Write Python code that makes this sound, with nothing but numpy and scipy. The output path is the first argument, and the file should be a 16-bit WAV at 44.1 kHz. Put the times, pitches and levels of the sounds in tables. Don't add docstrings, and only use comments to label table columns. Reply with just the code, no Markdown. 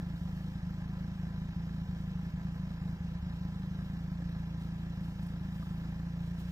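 import sys
import numpy as np
from scipy import signal
from scipy.fft import rfft, irfft, next_fast_len
from scipy.io import wavfile
from scipy.ndimage import uniform_filter1d

SR = 44100
rng = np.random.default_rng(int(sys.argv[2]) if len(sys.argv) > 2 else 0)


def output_pcm(signal):
    pcm = np.clip(np.atleast_2d(signal).T, -1, 1) * 32767
    wavfile.write(sys.argv[1], SR, np.round(pcm).astype(np.int16))


def rack_gain(trim_db):
    fader = np.asarray(trim_db, float)
    return 10 ** (fader / 20)


N = 287091

# time [s], level of the charge puffing late into the chamber [dB],
# time [s] and level [dB] of the firing that catches again, level left in the pipe at the misfire [dB].
MISFIRES = [
    (0.1788, -13, .2188, .7, -9),
    (1.858, -7, 1.8946, 2.6, -9),
    (2.306, -17, 2.3426, 2.5, -9),
    (2.9697, -11.5, 3.0101, .5, -9),
    (3.192, -3, 3.2317, 0, -12),
]


def at_hz(points, hz):
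    point_hz, point_db = np.array(points).T
    return np.interp(np.log(hz + 1), np.log(point_hz), point_db, -90, -90)


def rms_one(x):
    return x / np.sqrt(np.mean(x ** 2) + 1e-20)


def coloured(x, spectrum):
    size = next_fast_len(N)
    gain = rack_gain(at_hz(spectrum, np.fft.rfftfreq(size, 1 / SR)))
    return rms_one(irfft(rfft(x, size) * gain, size)[..., :N])


def noise():
    return rng.standard_normal((2, N))


def drift(rate_hz):
    return coloured(rng.standard_normal(N), [(1, 0), (rate_hz, 0), (8 * rate_hz, -36)])


def clicks(times, sizes):
    out = np.full(N + SR // 5, 1e-18)
    places = np.round(np.asarray(times) * SR).astype(int) + SR // 10
    np.add.at(out, places, sizes)
    return out


def cut(x):
    return x[SR // 10:SR // 10 + N]


def ring(x, hz, t60):
    r, w = rack_gain(-60 / (t60 * SR)), 2 * np.pi * hz / SR
    return signal.lfilter([0, np.sin(w)], [1, -2 * r * np.cos(w), r * r], x)


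def swelling(x, r):
    return signal.lfilter([1], [1, -2 * r, r * r], x)


def rumble():
    # frequency in Hz, level in dB per Hz.
    low_spectrum = [(15, -17), (25, -2), (45, -2.5), (100, -6.5), (180, 3), (215, -16.5), (300, -8),
                    (400, -27.5)]
    return rack_gain(-51.5) * coloured(noise(), low_spectrum)


def rustle(fidget_db, grains_per_s, spread_db):
    # time in seconds, peak level in dB, fading time in seconds.
    moves = [(0.18, -78, 0.12), (0.37, -76.5, 0.19), (1.75, -79.5, 0.055), (2.0, -77.5, 0.057),
             (2.24, -80.5, .05), (2.89, -82.5, 0.076), (3.049, -83, 0.029), (3.36, -78.5, 0.022),
             (3.84, -81, 0.11), (4.62, -74, 0.047), (5.05, -76.5, 0.1), (5.23, -75.5, 0.086),
             (5.55, -77, 0.042), (5.63, -75.5, .25), (6.26, -76.5, .08), (6.4, -68.5, 0.033),
             (6.5, -71, .05)]
    # frequency in Hz, level in dB per Hz.
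    cloth = [(1500, -27.5), (3000, 7), (6000, -5), (9000, -5.5), (12000, -12), (15000, 0), (16500, -4.5)]
    t = np.arange(N) / SR
    level = rack_gain(-81.5 + fidget_db * drift(6.5))
    for s, db, fade in moves:
        slope_s = np.where(t < s, .6 * fade, fade)
        level = np.hypot(level, rack_gain(db) * np.exp(-abs(t - s) / slope_s))
    grains = rng.random((2, N)) < grains_per_s / SR
    grains = grains * rack_gain(spread_db * np.minimum(rng.exponential(1, (2, N)), 3))
    return level * coloured(grains * rng.choice([-1, 1], (2, N)), cloth)


def touches(blows, t60, gain_db):
    return sum(cut(ring(clicks([s], rack_gain(db + gain_db)), hz, t60)) for s, db, hz in blows)


def gear():
    # time in seconds, peak level in dB, pitch in Hz.
    knocks = [
        (0.981, -43, 520),
        (4.202, -45, 523),
        (5.627, -43, 1190),
    ]
    # time in seconds, peak level in dB, pitch in Hz.
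    jingles = [
        (5.227, -58, 10300),
        (5.230, -62, 8000),
        (5.2669, -52, 10260),
        (5.268, -65, 7900),
    ]
    return touches(knocks, t60=0.03, gain_db=-1.5) + touches(jingles, t60=0.04, gain_db=-2.0)


def fan_rush(swell):
    # frequency in Hz, level in dB per Hz.
    air_spectrum = [(210, -29.5), (350, -11), (423, -9), (1010, -7), (1110, -15), (1340, -9), (1460, -14.5),
                    (1720, -11), (3250, -14.5), (4500, -21.5), (5160, -18.5), (9000, -33.5), (11700, -68.5),
                    (19800, -120)]
    return rack_gain(-62 + 0.2 * drift(13)) * (1 + 0.42 * swell) * coloured(noise(), air_spectrum)


def bustle(times, strength_db):
    # time after the firing in seconds, level in dB, length in seconds.
    bursts = [
        (-.011, 0.5, .006),
        (0.013, -0.27, .004),
    ]
    out = 0
    for offset, level_db, length in bursts:
        r = np.exp(-1 / (length * SR))
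        blows = clicks(times + offset, rack_gain(level_db + 0.25 * strength_db))
        out = out + cut((1 - r) * np.e * swelling(blows, r))
    return out


def clatter(density, taps_per_s, spread_db):
    # panel pitch in Hz, level in dB, ringing time t60 in seconds.
    panels = [(378, -13, 0.082), (510, -7, 0.035), (660, -9, 0.023), (835, -5.5, 0.031),
              (998.6, -10.5, 0.34), (1036, -9, 0.062), (1188, -10, 0.029), (1338, -7.5, 0.028),
              (1596, -6, 0.027), (1727, -4.5, 0.017), (3924, -11, 0.009), (5030, -15.5, 0.004),
              (7310, -24, 0.015)]
    taps = rng.random((2, N)) < taps_per_s * density / SR
    taps = taps * rack_gain(spread_db * np.minimum(rng.exponential(1, (2, N)), 4))
    taps = taps * rng.choice([-1, 1], (2, N))
    dealt = rng.integers(0, 3, (2, N))
    out = 0
    for k, (hz, db, t60) in enumerate(panels):
        reaching = taps * (dealt == k % 3) + 1e-18
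        out = out + rack_gain(db) * rms_one(ring(reaching, hz, t60))
    return rms_one(out)


def firings(slow_db_per_ms, scatter_db):
    # time in seconds, firings so far.
    crank = [(-0.047, 0), (0.0313, 2), (0.0711, 3), (0.9361, 26), (1.6042, 44), (2.1187, 58), (2.198, 60),
             (2.2346, 61), (2.6761, 73), (2.8208, 77), (3.0503, 83), (4.0463, 110), (4.1224, 112),
             (4.3687, 119), (5.0882, 139), (5.6751, 155), (6.0007, 164), (6.4915, 178)]
    # time in seconds, level in dB.
    at_start = (-.0087, 2.5)
    # time in seconds, level in dB against an ordinary firing.
    uneven = [(0.5228, -2.4), (0.596, -2.8), (0.7481, -2.7), (1.0126, 1.7), (1.1598, -2.2), (1.2374, 2.3),
              (1.3098, -1.2), (1.5296, -4.2), (1.5682, 2.5), (1.8207, 2.2), (2.1586, 2.9), (2.4167, -2.7),
              (2.4549, 2.2), (2.5624, -1.3), (2.783, -2.9), (3.3772, -4.3), (3.4547, 2.3), (3.7165, 1.8),
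              (3.7923, 2.0), (3.8665, -1.7), (4.0839, -1.8), (4.1585, -1.2), (4.2619, 1.6), (4.942, -2.9),
              (5.1248, -1.7), (5.1617, -2.5), (5.2701, -1.9), (5.378, -1.9), (5.6367, -2.4), (6.3518, -3.6)]
    make_up = (-0.095, -.22, 0, -0.16)
    s, count = np.transpose(crank)
    turn = np.arange(count[-1] + 1)
    missed = [(row[0], row[4]) for row in MISFIRES]
    caught = [row[2:4] for row in MISFIRES]
    when, level_db = np.transpose([at_start] + uneven + missed + caught)
    which = np.round(np.interp(when, s, count)).astype(int)
    excess_db = np.bincount(which, np.maximum(level_db, -5), len(turn))

    turn_change = np.convolve(excess_db, [.22, .22, -.55, -.55])[1:len(turn) + 1]
    surge = np.cumsum(turn_change) / 1000
    known, first = np.unique(np.r_[which, count.astype(int)], return_index=True)
    times = surge + np.interp(turn, known, np.r_[when, s][first] - surge[known])

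    gaps_ms = 1000 * np.diff(times, prepend=2 * times[0] - times[1])
    pipe_db = slow_db_per_ms * (gaps_ms - gaps_ms.mean())
    pipe_db = pipe_db + scatter_db * rng.standard_normal(len(times))
    pipe_db = pipe_db + np.convolve(excess_db, make_up[::-1])[1:len(turn) + 1]
    pipe_db[which] = level_db
    pumping_db = -6
    return times, pipe_db, np.maximum(.9 * pipe_db, pumping_db)


def back_pressure(times, pipe_db, wander_s):
    # shell pitch in Hz, level in dB, ringing time t60 in seconds, delay after the firing in seconds.
    shell = [(270, -67.5, 0.033, -.004), (294.3, -62, 0.074, .003), (331, -65.5, 0.066, 0.019)]
    luck = rng.standard_normal((len(times), 2))
    out = 0
    for hz, db, t60, delay_s in shell:
        sizes = rack_gain(db + .6 * pipe_db + 1.3 * luck[:, 1])
        blows = clicks(times + delay_s + wander_s * luck[:, 0], sizes)
        out = out + ring(ring(blows, hz, t60), hz, t60) * hz / SR
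    return cut(out)


def exhaust(times, pipe_db, chamber_db, mode_scatter_db):
    # pitch in Hz, level in dB, ringing time t60 in seconds, polarity.
    chamber = [(23.2, -45, 0.3, -0.7), (37.3, -50, 0.46, -0.47), (67.1, -33, 0.33, 0.95),
               (85.4, -29.5, 0.047, 0.97)]
    # pitch in Hz, level in dB, ringing time t60 in seconds,
    # polarity.
    pipe = [(117.1, -51.4, 0.218, -1), (152.2, -24.5, 0.03, 1), (178.6, -28.7, 0.127, -1),
            (188.6, -45.8, 0.3, -1), (215.2, -45.4, 0.124, -1), (241.6, -52.2, 0.144, -1),
            (288.7, -34.1, 0.044, 1), (293.2, -31.2, 0.03, -1), (342.2, -51.7, 0.061, 1),
            (181.9, -46.5, 0.25, -0.58)]
    missed_s, late_db = np.transpose(MISFIRES)[:2]
    chamber_s = np.r_[times, missed_s + .0103]
    chamber_part = (chamber, chamber_s, np.r_[chamber_db, late_db])
    pipe_part = (pipe, times, pipe_db)
    out = 0
    for modes, when, level_db in (chamber_part, pipe_part):
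        for hz, db, t60, sign in modes:
            scatter = mode_scatter_db * rng.standard_normal(len(when))
            blows = clicks(when - .006, sign * rack_gain(db + level_db + scatter))
            out = out + ring(blows, hz, t60)
    r = np.exp(-2 * np.pi * 2360 / SR)
    out = (1 - r) ** 2 * swelling(out, r)
    return cut(signal.lfilter(*signal.butter(1, 90, "high", fs=SR), out))


def ports(direct, scattered):
    # frequency in Hz, likeness of left and right from 0 to 1.
    likeness = [(30, 0.94), (100, 1), (250, 0.99), (600, 0.93), (1200, 0.94), (2500, 0.66), (5000, 0.73),
                (7500, 0.23), (12000, 0.1)]
    size = next_fast_len(N)
    point_hz, point_alike = np.array(likeness).T
    hz = np.fft.rfftfreq(size, 1 / SR)
    alike = np.clip(np.interp(np.log(hz + 1), np.log(point_hz), point_alike), 0, 1)
    mid = irfft(rfft(direct, size) * np.sqrt((1 + alike) / 2), size)[:N]
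    side = irfft(rfft(scattered, size) * np.sqrt((1 - alike) / 2), size)[:N]
    lag = 7
    return np.array([np.pad(mid + side, (lag, 0), "edge")[:N], mid - side])


def scene():
    times, pipe_db, chamber_db = firings(slow_db_per_ms=0.27, scatter_db=0.48)
    swell = bustle(times, pipe_db)
    engine = rumble() + fan_rush(swell)
    engine = engine + rack_gain(-59) * clatter(.25 + swell, taps_per_s=1600, spread_db=4.0)
    man = rack_gain(9.0) * rustle(fidget_db=0.6, grains_per_s=8400, spread_db=1.5)

    thumps = rack_gain(-0.21) * exhaust(times, pipe_db, chamber_db, mode_scatter_db=0.5)
    thumps = thumps + back_pressure(times, pipe_db, wander_s=0.0009)
    dull = signal.butter(4, 240, fs=SR, output="sos")
    echo = rack_gain(-7) * signal.sosfilt(dull, np.roll(thumps, SR // 40))

    direct = thumps + gear() + engine[0] + man[0]
    scattered = echo + engine[1] + man[1]
    return ports(direct, scattered) * rack_gain([[-.15], [.15]])


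def microphone_hiss():
    # frequency in Hz, level in dB per Hz.
    hiss_spectrum = [(4120, -25.5), (7000, -14), (9890, -14.5), (11900, -8), (14900, -3), (15600, -4),
                     (16000, -14)]
    return rack_gain(-75.5) * coloured(noise(), hiss_spectrum)


def mottled_highs(x, from_hz, share, depth_db):
    mid_side = np.array([x[0] + x[1], x[0] - x[1]]) / 2
    hz, _, bins = signal.stft(mid_side, SR, nperseg=2048)
    hz = hz[:, None]
    patch = uniform_filter1d(uniform_filter1d(abs(bins), size=5, axis=1), size=2, axis=2)
    limit = share + .1 * (hz > 3 * from_hz)
    faint = patch < limit * np.median(patch, axis=2, keepdims=True)
    bins = bins * np.where(faint & (hz > from_hz), rack_gain(depth_db), 1)
    mid, side = signal.istft(bins, SR, nperseg=2048)[1][:, :N]
    return np.array([mid + side, mid - side])


def low_pass(x):
    return signal.sosfilt(signal.butter(12, 16390, fs=SR, output="sos"), x)


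def record(dry):
    patchy = mottled_highs(dry + microphone_hiss(), from_hz=2400, share=.84, depth_db=-25)
    dipped = patchy - .6 * signal.lfilter(*signal.iirpeak(8720, 35, SR), patchy)
    top_cut = signal.ellip(10, .2, 40, 15480, fs=SR, output="sos")
    return low_pass(signal.sosfiltfilt(top_cut, dipped))


dry = scene()
out = record(dry)
output_pcm(out)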